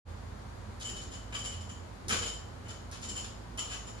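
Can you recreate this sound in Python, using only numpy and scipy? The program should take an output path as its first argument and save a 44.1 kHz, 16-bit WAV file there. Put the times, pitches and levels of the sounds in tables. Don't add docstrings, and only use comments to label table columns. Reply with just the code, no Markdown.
import sys
import numpy as np
from scipy import signal
from scipy.fft import rfft, irfft, next_fast_len
from scipy.io import wavfile

SR = 44100
rng = np.random.default_rng(int(sys.argv[2]) if len(sys.argv) > 2 else 0)


def generate_wav(signal):
    frames = np.transpose(np.atleast_2d(signal))
    scaled = np.clip(frames, -1, 1) * 32767
    pcm = np.round(scaled).astype(np.int16)
    wavfile.write(sys.argv[1], SR, pcm)


N = 176400


def from_db(db):
    return 10 ** (np.asarray(db) / 20)


def rms_one(x):
    return x / np.sqrt(np.mean(x ** 2) + 1e-20)


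def at_level(x, db, length_s):
    return x * from_db(db) * np.sqrt(length_s * SR / 2 / (np.sum(x ** 2) + 1e-20))


def at_hz(curve, hz):
    points_hz, values = np.transpose(curve)
    return np.interp(np.log(np.maximum(hz, 1)), np.log(points_hz), values)


def bins(size):
    return np.arange(size // 2 + 1) * SR / size


def colour(x, curve):
    size = 2 * next_fast_len(x.shape[-1])
    cepstrum = irfft(np.log(from_db(at_hz(curve, bins(size)))))
    cepstrum[1:size // 2] *= 2
    cepstrum[size // 2 + 1:] = 0
    return irfft(rfft(x, size) * np.exp(rfft(cepstrum)))[..., :x.shape[-1]]


def add(out, start_s, x):
    i = int(start_s * SR)
    out[i:i + len(x)] += x[:len(out) - i]


def drift(rate_hz):
    step, settle = 40, 2000
    pole = np.exp(-2 * np.pi * rate_hz * step / SR)
    noise = rng.standard_normal(N // step + settle + 2)
    slow = signal.lfilter([1], [1, -2 * pole, pole * pole], noise)[settle:]
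    return np.interp(np.arange(N) / step, np.arange(len(slow)), rms_one(slow))


def wavering_tone(hz, depth, rate_hz=5.3):
    swing = 1 + depth * (drift(rate_hz) + 1j * drift(rate_hz)) / np.sqrt(2)
    cycles = hz * np.arange(N) / SR + rng.random()
    return rms_one(np.real(swing * np.exp(2j * np.pi * cycles)))


# pitch_hz, level_db, waver_ratio
HUM_TONES = [(53.06, -52.5, 0.26), (107.8, -54, 0.43), (214.2, -62.5, 0.87), (246.7, -65, 1.55)]
# time_s, relative_db
DRONE_SWELL = [(.12, -40), (.5, -47.5), (.65, -40.5), (1.0, -51.5), (1.33, -50), (1.5, -40), (1.75, -44.5),
               (2.1, -41.5), (2.6, -48.5), (3.1, -47.5), (3.95, -65)]


def machine_hum(drone_hz=85.1, drone_trim_db=-4.5):
    tones = sum(from_db(db) * wavering_tone(hz, waver) for hz, db, waver in HUM_TONES)
    drone_db = drone_trim_db + np.interp(np.arange(N) / SR, *np.transpose(DRONE_SWELL))
    return tones + from_db(drone_db) * wavering_tone(drone_hz, depth=1)


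# frequency_hz, correlation_ratio
MIC_LIKENESS = [(50, .97), (130, 0.64), (260, 0.44), (500, 0.017), (1200, 0.033), (4000, 0.029),
                (12000, 0.043)]


def diffuse_noise(size):
    mid, side = rfft(rng.standard_normal((2, size)))
    alike = at_hz(MIC_LIKENESS, bins(size))
    return irfft(np.sqrt(1 + alike) * mid + np.sqrt(1 - alike) * side * [[1], [-1]], size)


# frequency_hz, gain_db
ROOM_TONE_COLOUR = [(25, -25.5), (60, 4.5), (120, -2.5), (200, -5), (380, -9.5), (500, -9), (700, -10.5),
                    (1000, -10.5), (1500, -15), (2000, -20), (2700, -24.5), (4900, -26), (5350, -31),
                    (5750, -27.5), (6150, -34), (6450, -27.5), (7000, -28), (7650, -33.5), (8050, -33),
                    (9000, -34.5), (12000, -39.5), (13000, -54), (15500, -44.5)]


def room_tone(level_db=-48):
    return from_db(level_db) * rms_one(colour(diffuse_noise(N), ROOM_TONE_COLOUR))


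def chatter(length_s, contacts_per_s=2500, spread_db=3.5):
    size = SR // 5
    progress = np.minimum(np.arange(size) / SR / length_s, 1)
    swell = np.sin(np.pi * progress ** 0.66)
    touches = rng.random(size) < contacts_per_s / SR
    strengths = from_db(spread_db * np.minimum(rng.exponential(1, size), 3))
    signs = rng.choice([-1, 1], size)
    return touches * strengths * signs * swell


# start_s, level_db
MAT_THUDS = [(0.654, -50), (0.899, -45), (1.04, -49.5), (2.041, -42.5), (2.105, -43.5), (2.159, -56),
             (3.07, -46.5)]
# frequency_hz, gain_db
THUD_COLOUR = [(30, -3), (70, -0.5), (130, -4.5), (240, -2), (600, -16), (1500, -46), (12000, -83)]


def mat_thuds(length_s=0.06):
    out = np.zeros(N)
    for start_s, db in MAT_THUDS:
        thud = colour(chatter(length_s), THUD_COLOUR)
        add(out, start_s, at_level(thud, db, length_s))
    return out


def sleeve_ring(contacts, hz, t60_s):
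    pole = from_db(-60 / (t60_s * SR))
    angle = 2 * np.pi * hz / SR
    return signal.lfilter([0, np.sin(angle)], [1, -2 * pole * np.cos(angle), pole * pole], contacts + 1e-18)


# frequency_hz, gain_db
CLATTER_COLOUR = [(800, -17), (2200, -18), (3400, 4.5), (4500, 0), (5700, 0), (6150, -8.5), (6600, 6),
                  (7700, -6.5), (9000, -10.5), (10300, -6.5), (11500, -14), (13000, -32), (15500, -20)]
KNOCK_COLOUR = [(60, -17), (200, 4), (380, -4), (480, 1), (650, -4.5), (950, -4.5), (1200, 4), (1500, 3.5),
                (1750, 0), (2250, 0.5), (2600, 1.5), (4500, -19), (12000, -61)]
# pitch_hz, relative_db, t60_s
LOW_MODES = [(3025, -0.9, 0.055), (3070, -10, .04)]
HIGH_MODES = [(5430, -16, 0.039), (5760, -14, 0.049), (7200, -48, 0.016), (7070, -5.5, .02),
              (7170, -2.5, 0.035), (7050, -7.5, 0.036), (7500, -25, 0.016), (10060, -10.5, 0.011)]
CLATTER_TRIM_DB, KNOCK_TRIM_DB, LOW_TRIM_DB, HIGH_TRIM_DB = -1.17, 1.5, -1, -4.5


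def plate_rattle(length_s, clatter_db, low_db, high_db, knock_db, top_hz=10800):
    contacts = chatter(length_s)
    clatter = colour(contacts, CLATTER_COLOUR)
    knock = colour(chatter(length_s), KNOCK_COLOUR)
    out = at_level(clatter, clatter_db + CLATTER_TRIM_DB, length_s)
    out += at_level(knock, knock_db + KNOCK_TRIM_DB, length_s)
    for modes, ring_db in ((LOW_MODES, low_db + LOW_TRIM_DB), (HIGH_MODES, high_db + HIGH_TRIM_DB)):
        for hz, mode_db, t60_s in modes:
            out += at_level(sleeve_ring(contacts, hz, t60_s), ring_db + mode_db, length_s)
    return signal.sosfilt(signal.butter(6, top_hz, fs=SR, output="sos"), out)


# start_s, length_s, clatter_db, low_ring_db, high_ring_db, knock_db
BAR_JOLTS = [ (0.8, 0.041, -40.5, -47, -57, -50.5), (.840, 0.054, -53.5, -40.5, -39, -56.5),
             (.888, 0.018, -43, -38.5, -38.5, -58), (0.956, 0.034, -44.5, -43, -47, -53),
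             (1.010, 0.029, -50, -76, -45.5, -53.5), (1.104, 0.081, -49.5, -49.5, -50, -58),
             (1.322, 0.019, -44.5, -46, -57, -41.5), (1.339, 0.029, -38.5, -32, -39.5, -41.5),
             (1.385, 0.022, -50, -46, -38.5, -61), (1.439, 0.032, -41.5, -38, -36.5, -47.5),
             (1.510, 0.048, -48.5, -44.5, -49, -55), (1.605, 0.028, -53, -52, -48.5, -66),
             (1.689, 0.027, -51.5, -47.5, -46.5, -55), (2.0825, .007, -34, -53, -36, -48),
             (2.088, 0.033, -34.5, -33, -41, -34), (2.105, 0.02, -37.5, -35, -40, -29.5),
             (2.116, 0.036, -30.5, -43, -34.5, -35), (2.165, 0.015, -37, -32, -33, -47.5),
             (2.217, 0.034, -36.5, -39.5, -41, -40.5), (2.256, 0.039, -39, -34.5, -39, -49),
             (2.335, 0.0098, -59, -46, -42.5, -64), (2.645, 0.038, -59, -56, -64, -54.5),
             (2.683, 0.042, -45, -46, -54, -50), (2.912, 0.06, -45.5, -55, -80, -50.5),
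             (3.020, 0.046, -43.5, -46, -43, -49), (3.085, 0.026, -43.5, -40.5, -37, -61),
             (3.152, 0.054, -43.5, -41.5, -37, -51), (3.235, 0.026, -42, -47, -57, -50),
             (3.575, 0.028, -40.5, -34.5, -41, -41), (3.59, 0.016, -37, -38, -31, -46),
             (3.63, 0.12, -53, -64, -54, -65), (3.694, 0.084, -43, -44.5, -45.5, -46),
             (3.864, 0.042, -51.5, -50, -46, -56), (3.965, 0.068, -56, -63, -69, -55)]


def barbell(place_count=5):
    places = np.zeros((place_count, N))
    for k, (start_s, *jolt) in enumerate(BAR_JOLTS):
        add(places[k % place_count], start_s, plate_rattle(*jolt))
    return places


# start_s, peak_db
STEEL_TICKS = [(0.8, -32), (2.083, -19), (2.094, -15), (2.684, -34), (2.9145, -29), (2.957, -49),
               (3.0176, -32), (3.5756, -25)]
# frequency_hz, gain_db
TICK_COLOUR = [(1000, -9), (3500, -6), (6000, 10), (8000, -4), (10300, 8.5), (12000, -6), (15500, -24.5)]


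def steel_ticks():
    out = np.zeros(N)
    tick = colour(signal.unit_impulse(SR // 20), TICK_COLOUR)
    for start_s, db in STEEL_TICKS:
        add(out, start_s, from_db(db) * tick / np.abs(tick).max())
    return out


# frequency_hz, t60_s
GYM_DECAY = [(100, 0.59), (500, 0.81), (2000, 0.34), (5000, 0.56), (8000, 0.4), (14000, 0.35)]


def gym(x, direct_db=-5, tail_db=-1.5, first_echo_s=0.0013, left_lag_s=0.00023):
    t, hz = np.arange(SR) / SR, bins(SR)
    white = rfft(diffuse_noise(SR))
    centres_hz, decays_s = np.transpose(GYM_DECAY)
    tail = np.zeros((2, SR))
    for share, t60_s in zip(np.eye(len(decays_s)), decays_s):
        band = irfft(white * at_hz(np.c_[centres_hz, share], hz), SR)
        tail += band * from_db(-60 * t / t60_s)
    tail *= np.clip(t / first_echo_s - 1, 0, 1)
    tail /= np.sqrt(np.sum(tail ** 2) / 2)
    reverb = signal.fftconvolve(x[None], tail, axes=1)[:, :N]
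    now = np.arange(N) / SR
    direct = np.array([np.interp(now - left_lag_s, now, x), x])
    return from_db(direct_db) * direct + from_db(tail_db) * reverb


# frequency_hz, left_minus_right_db
MIC_BALANCE = [(60, -3), (300, -1.7), (1000, -0.3), (2500, 2.8), (4500, 1.5), (7100, 4.5), (8000, -2),
               (10000, -5.5), (12000, 3)]


def scene():
    rattles = sum(gym(place) for place in barbell())
    impacts = gym(steel_ticks() + mat_thuds())
    left, right = rattles + impacts + machine_hum() + room_tone()
    left = colour(left, [(hz, db / 2) for hz, db in MIC_BALANCE])
    right = colour(right, [(hz, -db / 2) for hz, db in MIC_BALANCE])
    return np.array([left, right])


def record(dry):
    silence_s, fade_s, cutoff_hz = 0.05, 0.045, 16600
    fade_in = np.clip((np.arange(N) / SR - silence_s) / fade_s, 0, 1)
    lowpass = signal.cheby2(12, 70, cutoff_hz, fs=SR, output="sos")
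    return signal.sosfilt(lowpass, dry * fade_in)


dry = scene()
out = record(dry)
generate_wav(out)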